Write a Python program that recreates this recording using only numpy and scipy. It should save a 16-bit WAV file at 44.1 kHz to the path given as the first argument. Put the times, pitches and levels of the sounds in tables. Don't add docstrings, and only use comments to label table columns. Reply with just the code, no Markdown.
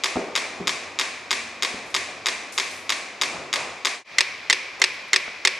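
import sys
import numpy as np
from scipy import signal
from scipy.fft import rfft, irfft, next_fast_len
from scipy.io import wavfile

SR = 44100
rng = np.random.default_rng(int(sys.argv[2]) if len(sys.argv) > 2 else 0)


def convert_level_to_amplitude(level_db):
    exponent = np.asarray(level_db, float) / 20
    return 10 ** exponent


def log_audio(samples):
    frames = np.atleast_2d(samples).T
    limited = np.clip(frames, -1, 1)
    pcm = np.round(limited * 32767).astype(np.int16)
    wavfile.write(sys.argv[1], SR, pcm)


N = 246519
SCENE_CHANGE_S = 4.041

# [first blow t/s, beat t/s, back swing late t/s, limp growth per beat t/s]; then beats
GAITS_BESIDE = [(.03696, .317686, -.00073, -.000157), (.04255, .317687, .00129, -.000022),
                (.05804, .317618, -.00096, .000689)], 13
# [f/Hz, width f/Hz, level/dB]
CASES_BESIDE = [
    [(1310, 270, -20.5), (2150, 470, 7.5), (2830, 64, -13), (3140, 110, 2), (3850, 620, 8.5),
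     (4800, 640, 12), (5040, 120, 11), (6630, 270, 10), (6840, 180, -13), (9100, 100, -12),
     (10360, 320, 3.5), (14100, 850, 6)],
    [(1210, 186, 12), (2180, 170, 17.5), (2760, 120, 9.5), (3340, 82, -13), (3730, 135, 23),
     (4830, 590, 14.5), (5450, 120, 8.5), (6380, 63, 19), (7730, 190, 7), (8500, 190, 2), (11650, 400, 5),
     (13100, 190, -4)],
    [(1090, 160, 6.5), (1745, 93, -12), (2320, 200, 8), (2730, 79, -12), (3340, 450, 10), (4200, 400, 4),
     (4600, 190, 9.5), (5570, 110, -15), (6050, 63, -41), (6380, 80, 1.5), (7930, 88, -10),
     (9650, 170, -29), (13100, 190, -9)],
]
# [delay t/s, level/dB]
REBOUNDS_BESIDE = [
    [(0.00032, -2), (0.00084, -6.5), (0.00301, -16), (0.00392, -21), (0.00461, -18)],
    [(0.00038, -15), (0.0007, -9.5), (0.00317, -12.5), (0.00465, -23)],
    [(0.00036, 1.5), (0.00053, 3.5), (0.00325, -5), (0.00356, -12), (0.0061, -10)],
]
# left-right of each case [level/dB], then scatter [level/dB], scatter t60 [t/s],
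# scatter width [level/dB], back swing [level/dB], board [level/dB]
PLACE_BESIDE = (0.63, .3, 0.94), -25, 0.044, -15.5, 0.03, 14.2
# [f/Hz, level per Hz/dB]
ROOM_COLOUR_BESIDE = [(150, -67), (250, -9.5), (436, -11.5), (723, -5), (875, -9.5), (1140, -1.5),
                      (1330, -12), (1700, -3.5), (2400, 2.5), (3010, -8.5), (3580, -6.5), (6700, -10.5),
                      (10000, -19.5), (16000, -57)]


def metronomes_beside():
    return metronomes(GAITS_BESIDE, CASES_BESIDE, REBOUNDS_BESIDE, PLACE_BESIDE, ROOM_COLOUR_BESIDE,
                      room_db=-31, seating_s=.00008)


# [first blow t/s, beat t/s, back swing late t/s, limp growth per beat t/s]; then beats
GAITS_BELOW = [(4.18400, .31656, -.00187, 0), (4.18545, .31678, .00335, 0), (4.20676, .31657, .00405, 0)], 5
# [f/Hz, width f/Hz, level/dB]
CASES_BELOW = [
    [(1080, 96, 6), (2150, 240, 22), (2750, 140, 21), (3710, 160, 23), (4250, 134, 21), (5700, 100, 24.5),
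     (6690, 130, 18), (7020, 190, 23.5), (8400, 150, 10), (10000, 170, -25), (10500, 170, -23),
     (11800, 190, -15)],
    [(1055, 150, 13.5), (2040, 110, 18), (2956, 110, 16), (3230, 160, 14.5), (3600, 160, 15),
     (4560, 400, 15), (5530, 350, 8), (6360, 210, 1), (7750, 150, -7), (8300, 140, -10), (10100, 170, -21),
     (12600, 190, -9)],
    [(1270, 77, -27), (1950, 77, 15.5), (2490, 146, 19), (2730, 130, 10), (3600, 170, 15.5),
     (4170, 320, 19.5), (4810, 310, 16), (5060, 160, 16.5), (6240, 160, 11.5), (7870, 100, 11.5),
     (9600, 190, -27), (10500, 160, -22), (12400, 190, -9)],
]
# [delay t/s, level/dB]
REBOUNDS_BELOW = [
    [(.0005, -5), (.00147, -3.5), (.00243, -9.5), (.0048, -21)],
    [(.0005, 2.5), (.0034, -5.5), (.0044, -16), (.0050, -2.5)],
    [(.00039, 2), (.00148, -1), (.0044, -10), (.0047, -6), (.0065, -8.5)],
]
PLACE_BELOW = (-1.6, 0.94, -1.2), -29.5, 0.038, -4.5, -0.03, 19.1
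# [f/Hz, level per Hz/dB]
ROOM_COLOUR_BELOW = [(150, -64), (250, -30), (303, -29), (400, -19.5), (607, -18), (674, -37), (1100, -13),
                     (1240, -23.5), (2360, -3.5), (2860, -15), (5440, -18.5), (7060, -27), (10000, -34.5),
                     (16000, -60)]


def metronomes_below():
    return metronomes(GAITS_BELOW, CASES_BELOW, REBOUNDS_BELOW, PLACE_BELOW, ROOM_COLOUR_BELOW,
                      room_db=-31.5, seating_s=.00041)


def metronomes(gaits, cases, rebounds, place, colour, room_db, seating_s):
    pans, scatter_db, t60, width_db, swing_db, board_db = place
    out, run_in = 0, SR
    for k, times in enumerate(blow_times(*gaits)):
        answer = room(colour, room_db)
        ring, board = case(cases[k], rebounds[k], board_db, seating_s)
        tick = scattered(ring, pans[k], scatter_db, t60, width_db) + board
        answer[:, :tick.shape[1]] += tick

        blows = np.zeros(N + run_in)
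        back_swing = np.arange(len(times)) % 2
        strength_db = swing_db * back_swing + rng.normal(0, .3, len(times))
        blows[np.round(times * SR).astype(int) + run_in] = convert_level_to_amplitude(strength_db)
        ticking = signal.fftconvolve(answer, blows[None]) [:, run_in:run_in + N]
        out = out + ticking + rattle(blows, ring)[run_in:run_in + N]
    return out


def blow_times(gaits, beats):
    k = np.arange(-2, beats)
    times = []
    for first, beat, limp, growth in gaits:
        late = (limp + growth * np.maximum(k, 0)) * (k % 2)
        times.append(first + beat * k + late)
    return times


# [f/Hz, width f/Hz, level/dB]
BOARD = [
    (326, 13, -7.5),
    (380.7, 19, 1.5),
    (503, 19, -5),
]


def case(modes, rebounds, board_db, seating_s, size=8192):
    blow = np.zeros(size)
    blow[0] = 1
    board = sum(resonate(blow, hz, width, db + board_db) for hz, width, db in BOARD)
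    board = cut(cut(board, 340, "high", order=2), 650, "low", order=2)

    for delay, db in rebounds:
        blow[round(delay * SR)] += convert_level_to_amplitude(db)
    rings = sum(resonate(blow, hz, max(width, 200), db) for hz, width, db in modes)
    rings = cut(rings, 960, "high", order=6)
    rings = cut(rings, 9000, "low", order=2)
    rings = rings * (1 - np.exp(-np.arange(size) / SR / seating_s))
    return cut(rings, 12000, "low", order=4), board


def resonate(blow, hz, width, db):
    r, w = np.exp(-np.pi * width / SR), 2 * np.pi * hz / SR
    gain = 2 * (1 - r) * np.sin(w) * convert_level_to_amplitude(db)
    return signal.lfilter([0, gain], [1, -2 * r * np.cos(w), r * r], blow)


def cut(x, hz, kind, order):
    return signal.sosfilt(signal.butter(order, hz, kind, fs=SR, output="sos"), x)


def rattle(blows, ring):
    rattle_db, rattle_t60_s = -31, .025
    decay = convert_level_to_amplitude(-60 / (rattle_t60_s * SR))
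    shaken = signal.lfilter([convert_level_to_amplitude(rattle_db)], [1, -decay], blows + 1e-18)
    return signal.fftconvolve(shaken * rng.standard_normal(len(blows)), ring)


def scattered(tick, pan_db, scatter_db, t60, width_db):
    t = np.arange(len(tick)) / SR
    envelope = convert_level_to_amplitude(scatter_db - 60 * t / t60) * (t > .0012)
    mid, side = rng.standard_normal((2, len(tick))) * envelope
    side = convert_level_to_amplitude(width_db) * side
    cloud = signal.fftconvolve([mid + side, mid - side], tick[None])
    return (tick + cloud[:, :len(tick)]) * convert_level_to_amplitude(np.array([[pan_db], [-pan_db]]) / 2)


# [f/Hz, t60 t/s]
ROOM_DECAY = [(400, 0.97), (1200, 0.96), (2300, 0.87), (4500, 0.82), (9000, 0.7), (14000, 0.27)]


def room(colour, level_db, size=65536):
    hz, noise = wide_noise(colour, size)
    t, out = np.arange(size) / SR, 0
    centres = np.array(ROOM_DECAY)[:, 0]
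    for centre, t60 in ROOM_DECAY:
        share = np.interp(np.log(hz), np.log(centres), centres == centre)
        out = out + irfft(noise * share) * convert_level_to_amplitude(level_db - 60 * t / t60)
    return out * (1 - np.exp(-t / 0.0013)) ** 2


# [f/Hz, side over mid level/dB]
WIDTH = [(60, -13), (300, -14.5), (700, -13.5), (1500, -9.5), (4000, -11), (8000, -7), (13000, 7.5)]


def wide_noise(colour, size):
    hz = np.arange(size // 2 + 1) * SR / size + 1
    mid, side = rfft(rng.standard_normal((2, size))) * convert_level_to_amplitude(at_hz(colour, hz))
    pair = mid + side * convert_level_to_amplitude(at_hz(WIDTH, hz)) * [[1], [-1]]
    return hz, pair * size / np.sqrt(2 * np.sum(np.abs(mid) ** 2))


def at_hz(points, hz):
    table_hz, values = np.transpose(points)
    return np.interp(np.log(hz), np.log(table_hz), values)


# [f/Hz, width f/Hz, level/dB]
FLOOR = [(178.4, 12, -8), (250, 49, -5), (402.5, 9.8, -2), (482, 13.4, 0.5), (626, 37, -7), (730, 140, -12),
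         (900, 80, -10), (1220, 160, -14)]
# [t/s, level/dB, softness cut f/Hz]
FLOOR_KNOCKS = [
    (.157, 20, 2470),
    (.169, 21.5, 1100),
    (0.184, -4, 600),
    (0.197, 8, 1800),
    (0.599, 16, 330),
    (0.614, 14, 280),
    (1.741, 15.5, 250),
    (3.342, -11, 300),
    (3.381, 4, 250),
    (5.28, 6, 200),
]


def knocks():
    out, size = np.zeros(N), SR // 2
    balance_db = rng.normal(0, 2, (len(FLOOR_KNOCKS), len(FLOOR)))
    for (s, db, cut_hz), shifts in zip(FLOOR_KNOCKS, balance_db):
        blow = cut(np.arange(size) == 0, cut_hz, "low", order=2)
        rings = 0
        for k, ((hz, width, level), shift) in enumerate(zip(FLOOR, shifts)):
            rings = rings + resonate(blow, hz, width, db + level + 6.0 + shift) * (-1) ** k
        i = round(s * SR)
        out[i:i + size] += rings[:N - i]
    return out


# [t/s, peak level/dB, f/Hz, t60 t/s]
BUMP_WASH = [
    (.16, -19, 446, 0.61),
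    (.603, -25, 250, 0.42),
    (1.32, -54, 232, 2.7),
    (1.63, -35, 413, 1.9),
    (2.06, -59, 107, 0.24),
    (3.345, -37, 238, 0.32),
    (3.56, -27.5, 760, 0.95),
    (5.262, -30, 800, 0.045),
    (5.277, -19.5, 1010, 0.03),
]


def bumps():
    return puffs(BUMP_WASH, octaves=0.71, width_db=-14)


# [t/s, peak level/dB, f/Hz, t60 t/s]
DRY_RUSTLES = [(1.86, -47, 7000, 0.33), (1.90, -46, 7000, 0.31), (2.522, -35, 7100, 0.78),
               (2.66, -50, 8000, .6), (2.71, -40, 7960, .6), (2.76, -46, 8000, .6), (3.346, -34, 3500, .05),
               (4.12, -54, 12000, .015), (4.168, -46, 11000, .015), (4.178, -47, 10100, .015),
               (4.798, -32, 7000, 0.032), (4.93, -51, 8500, .3), (5.08, -47, 9000, .05)]


def rustles():
    return cut(puffs(DRY_RUSTLES, octaves=.7, width_db=-2), 11000, "low", order=4)


def puffs(events, octaves, width_db):
    out, size = np.zeros((2, N)), SR // 2
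    t = np.arange(size) / SR
    for s, db, hz, t60 in events:
        edges = [hz * 2 ** -octaves, min(hz * 2 ** octaves, .45 * SR)]
        band = signal.butter(2, edges, "band", fs=SR, output="sos")
        mid, side = signal.sosfilt(band, rng.standard_normal((2, size)))
        pair = (mid + convert_level_to_amplitude(width_db) * side * [[1], [-1]]) / mid.std()
        burst = pair * convert_level_to_amplitude(db - 6 - 60 * t / t60) * np.minimum(t / 0.0013, 1)
        i = round(s * SR)
        out[:, i:i + size] += burst[:, :N - i]
    return out


# [f/Hz, level per Hz/dB]
AIR_COLOUR = [(15, -61), (25, -31), (82, -8), (180, -6.5), (249, -10.5), (439, -65), (503, -3),
              (1100, -0.5), (1520, -1), (2410, 8), (2840, -3), (5430, -7), (8590, -25.5), (13600, -40),
              (16000, -68)]
RUMBLE_COLOUR = [(88, -51), (150, -13.5), (226, -2.5), (334, -0.5), (377, 3), (434, 0.5), (712, 3),
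                 (870, -1.5), (1020, 0), (1200, -1), (1560, -9), (2640, -120)]
HUM_COLOUR = [(13, -64), (22, -32), (32, -30), (51, -17), (80, 5.5), (118, -7), (146, 7), (177, -22),
              (200, 8), (260, -19), (440, -120)]
# [t/s, half length t/s, rumble rise level/dB, hum rise level/dB]
MURMUR_SWELLS = [
    (0.406, 0.49, 8, 1.5),
    (0.89, 0.27, 4, 4),
    (2.115, 0.6, 2.5, 11.5),
    (2.71, 0.11, -1, 7),
    (3.36, 0.18, 10.5, 15),
    (3.63, 0.2, 5.5, 14.5),
    (4.813, 0.049, 8, 6),
]


def murmur():
    t = np.arange(N) / SR
    humps = np.array([np.maximum(1 - np.abs(t - s) / half, 0) for s, half, _, _ in MURMUR_SWELLS])
    rumble_rise_db, hum_rise_db = np.array(MURMUR_SWELLS)[:, 2:].T @ humps
    is_beside = t < SCENE_CHANGE_S
    air_db = np.where(is_beside, -43.5, -40.5)
    rumble_db = np.where(is_beside, -46.5, -49.5) + rumble_rise_db
    hum_db = np.where(is_beside, -67.5, -77) + hum_rise_db
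    return noise_bed(AIR_COLOUR, air_db) + noise_bed(RUMBLE_COLOUR, rumble_db) + noise_bed(HUM_COLOUR, hum_db)


def noise_bed(colour, level_db):
    _, noise = wide_noise(colour, next_fast_len(N) * 2)
    return convert_level_to_amplitude(level_db) * irfft(noise)[:, :N]


# [start t/s, length t/s, f/Hz, level/dB]
FAR_DRONES = [
    (0.0, 2.3, 96, -64),
    (1.25, 0.33, 74, -62),
    (1.298, 0.57, 234, -53),
    (1.95, 0.276, 92, -60),
    (2.645, 0.39, 95, -61),
]


def drones():
    ease_s, waver_hz = 0.053, 2.7
    t, out = np.arange(N) / SR, 0
    phases = rng.uniform(0, 2 * np.pi, (len(FAR_DRONES), 2))
    for (s, length, hz, db), phase in zip(FAR_DRONES, phases):
        ease = np.clip(np.minimum(t - s, s + length - t) / ease_s, 0, 1)
        pitch = hz + waver_hz * np.sin(2 * np.pi * 2.57 * t + phase[0])
        out = out + convert_level_to_amplitude(db + 1) * ease * np.sin(2 * np.pi * np.cumsum(pitch) / SR + phase[1])
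    return out


def hiss():
    return convert_level_to_amplitude(-79) * rng.standard_normal((2, N))


def scene():
    t = np.arange(N) / SR
    ticking = np.where(t < SCENE_CHANGE_S, metronomes_beside(), metronomes_below())
    mix = ticking + knocks() + bumps() + rustles() + murmur() + drones() + hiss()
    fade_out_s, fade_in_s, fade_depth = .1, .1, .025
    away = np.maximum((SCENE_CHANGE_S - t) / fade_out_s, (t - SCENE_CHANGE_S) / fade_in_s)
    return np.clip(away, fade_depth, 1) * mix


def roll_off(x):
    return signal.sosfilt(signal.butter(12, 16440, fs=SR, output="sos"), x)


def record(dry):
    loud = dry * convert_level_to_amplitude(np.array([[.35], [-.35]]))
    rounded = 1.8 * np.tanh(loud / 1.8)
    rounded = cut(cut(rounded, 15500, "low", order=6), 30, "high", order=2)
    return roll_off(np.clip(rounded, -1, 1))


dry = scene()
out = record(dry)
log_audio(out)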